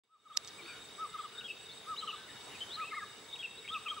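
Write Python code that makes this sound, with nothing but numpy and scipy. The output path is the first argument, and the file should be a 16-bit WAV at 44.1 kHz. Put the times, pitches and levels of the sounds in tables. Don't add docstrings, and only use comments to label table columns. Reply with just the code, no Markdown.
import sys
import numpy as np
from scipy import signal
from scipy.fft import rfft, irfft, next_fast_len
from scipy.io import wavfile
from scipy.ndimage import uniform_filter1d, map_coordinates

SR = 44100
rng = np.random.default_rng(int(sys.argv[2]) if len(sys.argv) > 2 else 0)


def file_out(sig):
    cols = np.atleast_2d(sig).T
    lim = np.clip(cols, -1, 1)
    pcm = np.round(lim * 32767).astype(np.int16)
    wavfile.write(sys.argv[1], SR, pcm)


N = 176400


def amp(db):
    return 10 ** (np.asarray(db) / 20)


def unit_rms(x):
    return x / np.sqrt(np.mean(x ** 2) + 1e-20)


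def curve_at(points, hz):
    knot_hz, values = np.transpose(points)
    return np.interp(np.log(hz + 1), np.log(knot_hz + 1), values)


def wobble(rate, size=N):
    return map_coordinates(rng.standard_normal(size // 20), [np.arange(size) * rate / SR])


def filtered(x, response):
    size = next_fast_len(x.shape[-1] + 8192)
    hz = np.fft.rfftfreq(size, 1 / SR)
    return irfft(rfft(x, size) * response(hz), size)[..., :x.shape[-1]]


def pan(x, left_db, left_lag_s=0):
    half = np.array([[.5], [-.5]])
    return filtered(x, lambda hz: amp(left_db * half) * np.exp(-2j * np.pi * hz * left_lag_s * half))


def add(out, start_s, x):
    part = out[max(round(start_s * SR), 0):][:len(x)]
    part += x[:len(part)]


def stereo_noise(response, likeness, patchy_db=0):
    def mid_side(hz):
        angle = np.arccos(np.clip(curve_at(likeness, hz), -1, 1)) / 2
        return response(hz) * np.array([np.cos(angle), np.sin(angle)])

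    spectra = signal.stft(rng.standard_normal((2, N)), nperseg=512)[2]
    patches = uniform_filter1d(rng.standard_normal(spectra.shape[1:]), size=6, axis=0)
    patches = unit_rms(uniform_filter1d(patches, size=10, axis=1))
    pair = signal.istft(spectra * amp(patchy_db * patches), nperseg=512)[1][:, :N]
    mid, side = filtered(pair, mid_side)
    return unit_rms(np.array([mid + side, mid - side]))


def air():
    # f/Hz, relative density/dB
    spectrum = [(20, -44), (50, -11.5), (90, -1.5), (250, -1), (600, -1.5), (1600, -1.5), (2400, -5.5),
                (3300, -2.5), (4200, -6), (5500, -9), (7200, -11), (8900, -16.5), (10000, -11.5),
                (11300, -22.5), (15500, -29.5)]
    # f/Hz, left-right likeness/0-1
    likeness = [(30, .75), (80, 0.99), (200, 0.91), (700, 0.5), (1400, 0.73), (2500, 0.48), (8000, 0.18),
                (15000, .2)]
    level = amp(-54.5 + 1.4 * wobble(3.1))
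    return level * stereo_noise(lambda hz: amp(curve_at(spectrum, hz)), likeness, patchy_db=1.5)


def crickets_and_drone():
    # f/Hz, width/Hz, level/dB, pulsing rate/Hz, pulse depth/dB, left-right likeness/0-1
    bands = [(3720, 250, -58, 90, 3.5, 0.97), (431.8, 107, -65.5, 30, 2.5, 1),
             (2241, 12.7, -69, 4.4, 1.5, 0.83), (4890, 80, -70, 12, 3, 0.18),
             (2909, 59, -68.5, 8.1, 5.5, 0.44)]
    out = 0
    for hz, width, db, rate, depth_db, likeness in bands:
        level = amp(db + depth_db * np.tanh(2 * wobble(rate)))
        band = stereo_noise(lambda f: 1 / (1 + ((f - hz) / width * 2) ** 4), [(hz, likeness)])
        out += level * band
    return out


def katydids():
    # f/Hz, width/Hz, settled chirp rate/Hz, beat offset t/s
    singers = [(7750, 80, 7.5, .165), (7975, 45, 7.33, .131), (8190, 95, 7.27, .115)]
    stroke_hz, blur_at_s = 27, 2.7
    t = np.arange(N) / SR
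    chirp_depth = .62 * (1 - .6 / (1 + np.exp((blur_at_s - t) / .13)))
    lag_rad = 9 * np.exp(-t / .35)
    out = 0
    for hz, width, rate, offset_s in singers:
        chirps = 1 + chirp_depth * np.cos(2 * np.pi * rate * (t - offset_s) - lag_rad)
        strokes = 1 + .18 * np.cos(2 * np.pi * stroke_hz * t + wobble(2))
        band = stereo_noise(lambda f: np.exp(-((f - hz) / width) ** 2), likeness=[(hz, .7)])
        out += amp(-69 + .81 * wobble(4.88)) * chirps * strokes * band
    return out


def camera_whine():
    whine_hz = 15689
    t = np.arange(N) / SR
    level = amp(-77.5 + wobble(7.9))
    return pan(np.sqrt(2) * level * np.sin(2 * np.pi * whine_hz * t), left_db=9.5)


def whistle(length_s, start_hz, mid_hz, end_hz, rough, taper, swell_db=0, skew=1):
    burr_hz = 175
    progress = np.linspace(0, 1, round(length_s * SR))
    bend = progress ** skew
    glide_hz = (start_hz * (1 - bend) * (1 - 2 * bend) + 4 * mid_hz * bend * (1 - bend)
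                + end_hz * bend * (2 * bend - 1))
    flutter, drift = (wobble(rate, size=SR // 2)[:len(progress)] for rate in (400, 60))
    burr = np.sin(2 * np.pi * burr_hz * length_s * progress + drift)
    hz = glide_hz + rough * (240 * flutter + 350 * burr)
    arch = np.abs(np.sin(np.pi * progress)) ** taper
    level = arch * amp(swell_db * progress + rough * 11 * burr)
    phase = 2 * np.pi * np.cumsum(hz) / SR
    return np.sqrt(2) * level * (np.sin(phase) + amp(-31) * np.sin(2 * phase))


def barbet():
    # long note t/s, first short note t/s, spacing/s, base level/dB
    phrases = [(0.085, 0.25, 0.046, -44.5), (0.977, 1.137, 0.046, -44), (1.861, 2.02, 0.049, -45),
               (2.759, 2.916, .047, -44.5), (3.696, 3.855, 0.051, -45)]
    # delay after the first/spacings, level over the base/dB
    short_notes = [(0, 4), (0.999, 5), (2.101, 2)]
    out = np.zeros(N)
    for long_s, short_s, spacing_s, db in phrases:
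        long_note = whistle(.09, 1080, 1300, 1091, rough=.013, taper=.8, swell_db=10.5, skew=.846)
        add(out, long_s, amp(db) * long_note)
        for steps, lift_db in short_notes:
            short_note = whistle(.0343, 1330, 1240, 1107, rough=.015, taper=.8)
            add(out, short_s + spacing_s * steps, amp(db + lift_db) * short_note)
    return out


def scrub_echo(birds):
    # f/Hz, time to fall 60 dB/s
    decay = [(1200, 0.81), (2500, 1), (6000, 0.95)]
    flutter_db, side_power, delay_samples = 7.5, .05, 500
    hz, t, spectra = signal.stft(rng.standard_normal((2, SR // 2)), SR, nperseg=256)
    fall = amp(-60 * t / curve_at(decay, hz)[:, None])
    mid, side = signal.istft(spectra * fall, SR, nperseg=256)[1]
    side *= np.sqrt(side_power)
    tail = np.array([mid + side, mid - side]) / np.linalg.norm(mid)
    fluttered = birds * amp(flutter_db * np.tanh(wobble(250)))
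    delayed = np.pad(fluttered, (delay_samples, 0))
    return signal.fftconvolve(delayed[None], tail, axes=1)[:, :N]


def far_birds():
    # t/s, length/s, start f/Hz, middle f/Hz, end f/Hz, level/dB, added roughness/0-1
    slurs = [ (0.322, 0.032, 2890, 3320, 3540, -52.5, 0.04), (0.583, 0.033, 2520, 2330, 2300, -51, 0.03),
             (0.597, .185, 3880, 4560, 4400, -61, 0.09), (0.656, 0.011, 2060, 2450, 2930, -52, 0.3),
             (0.675, 0.051, 2640, 2404, 2430, -50, 0.12), (0.649, 0.15, 1340, 1424, 1390, -56.5, 0.2),
             (1.02, 0.27, 2053, 2090, 2134, -65.5, 0.06), (1.319, 0.16, 1412, 1454, 1382, -57, 0.18),
             (1.169, 0.098, 3100, 3206, 2950, -61, 1), (1.374, 0.03, 3560, 3730, 3840, -43, 0.04),
             (1.404, 0.017, 3200, 2740, 2650, -50, 0.35), (1.44, 0.036, 3140, 3290, 3100, -43.5, 0),
             (1.479, 0.023, 2800, 2664, 2720, -46, 0.35), (1.496, .024, 2820, 2650, 2580, -39, 0.06),
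             (1.685, 0.036, 3820, 3570, 3700, -50, 0.25), (1.712, 0.024, 3900, 4170, 4000, -56, 0.4),
             (1.963, 0.0079, 2750, 3070, 3250, -45, 0.1), (1.972, 0.037, 3574, 4034, 3940, -39.5, 0),
             (2.01, 0.0096, 3150, 3120, 3100, -45.5, 0.03), (2.022, 0.017, 2800, 3140, 3320, -48.5, 0.14),
             (2.075, 0.0085, 3220, 3050, 2860, -40, 0.1), (2.083, 0.026, 2780, 2920, 2880, -40.5, 0.13),
             (2.102, 0.019, 2790, 2680, 2590, -44.5, 0.2), (2.275, 0.044, 2250, 1813, 1870, -56, 0.2),
             (2.06, 0.196, 3516, 3470, 3450, -58.5, 0.66), (2.499, 0.061, 2730, 2890, 2700, -56, 0.24),
             (2.542, 0.029, 2600, 2500, 2390, -51.5, 0.26), (2.605, 0.035, 3142, 3086, 3090, -38.5, 0.09),
             (2.698, 0.059, 3217, 3765, 4336, -44.5, 0.13), (2.743, 0.024, 4020, 4060, 3750, -43.5, 0.24),
             (2.794, 0.016, 1360, 2050, 2430, -48, 0.17), (2.81, 0.058, 2475, 2533, 2810, -44.5, 0.03),
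             (2.867, 0.037, 2550, 2560, 2720, -47.5, 0.02), (2.908, 0.022, 2240, 2130, 2130, -44.5, 0.06),
             (2.929, 0.028, 1710, 1780, 2150, -45.5, 0.06), (2.937, 0.074, 2078, 2145, 1696, -44.5, 0),
             (3.006, .045, 1700, 1657, 1770, -48, 0.02), (3.326, 0.026, 3430, 3734, 3730, -41, 0),
             (3.352, 0.015, 3270, 2700, 2400, -51, 0.57), (3.388, 0.035, 3160, 3330, 3060, -43, 0),
             (3.425, 0.015, 2740, 2680, 2750, -43.5, 0.47), (3.438, 0.026, 2830, 2695, 2510, -37.5, 0.06),
             (3.572, 0.033, 3350, 3800, 3650, -49, 0.17), (3.644, 0.021, 2260, 2215, 2240, -48.5, 0.07),
             (3.677, 0.0035, 2920, 2510, 2040, -40, 0.03), (3.683, 0.009, 2060, 2660, 3100, -45, 0),
             (3.686, 0.024, 3240, 3186, 3370, -40.5, 0.03), (3.717, 0.034, 3476, 3616, 3390, -44.5, 0.17),
             (3.742, 0.032, 2850, 2610, 2490, -41, 0.35), (3.859, 0.028, 2670, 2560, 2270, -41.5, 0.24),
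             (3.883, 0.012, 3160, 3130, 3140, -37.5, 0.05), (3.895, 0.022, 3150, 3247, 3150, -36, 0.04),
             (0.622, 0.048, 334, 333, 332, -56, 0), (2.151, 0.13, 1496, 1556, 1430, -59, 0.14)]
    out = np.zeros(N)
    for start_s, length_s, *glide_hz, db, rough in slurs:
        add(out, start_s, amp(db) * whistle(length_s, *glide_hz, rough=.06 + rough, taper=.5))
    return out


def snap_and_ticks():
    # t/s, energy level/dB
    snap = [(0.3737, 4)]
    rattle = [(.448, -27), (.452, -37), (.4755, -22), (.481, -25.5), (.4855, -27), (.4905, -32)]
    ticks = [(1.1785, -37), (1.2315, -36), (1.3275, -41), (2.7995, -40), (3.3885, -37), (3.3945, -38),
             (3.4055, -37)]
    # f/Hz, relative density/dB
    snap_spectrum = [(100, -28), (670, -27), (1500, -21), (2800, -16), (3800, -4), (5000, -3), (6350, -3),
                     (9000, -28), (11600, -17), (15500, -32)]
    tick_spectrum = [(2500, -16), (7500, 0), (15000, -6)]
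    mid, side = np.zeros((2, N))
    t = np.arange(-SR // 50, SR // 50) / SR
    for events, rise_s, t60_s, spectrum in [(snap, .0019, .0076, snap_spectrum),
                                            (rattle, .0004, .008, snap_spectrum),
                                            (ticks, .0004, .008, tick_spectrum)]:
        envelope = np.where(t < 0, np.exp(t / rise_s), amp(-60 * t / t60_s))
        for peak_s, db in events:
            for channel in (mid, side):
                burst = rng.standard_normal(len(t)) * envelope
                burst = filtered(burst, lambda hz: amp(curve_at(spectrum, hz)))
                add(channel, peak_s + t[0], amp(db) * burst / np.linalg.norm(burst))
    return pan(mid, left_db=-5, left_lag_s=35e-6) + .3 * np.array([side, -side])


def scene():
    near, far = barbet(), far_birds()
    birds = pan(near, left_db=1.5, left_lag_s=-32e-6) + pan(far, left_db=2.4, left_lag_s=-11e-6)
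    echo = amp(-13.5) * scrub_echo(far + amp(-1.5) * near)
    background = pan(air() + crickets_and_drone(), left_db=.03)
    return background + katydids() + birds + echo + snap_and_ticks()


def record(dry):
    # t/s, gain/dB
    fade = [(.03, -27.5), (.1, -30), (.2, -23), (0.301, -12), (.4, -3), (.5, -0.5)]
    silent_s, top_hz = .036, 15800
    t = np.arange(N) / SR
    fade_s, fade_db = np.transpose(fade)
    gain = amp(np.interp(t, fade_s, fade_db)) * (t > silent_s)
    return filtered((dry + camera_whine()) * gain, lambda hz: hz < top_hz)


dry = scene()
out = record(dry)
file_out(out)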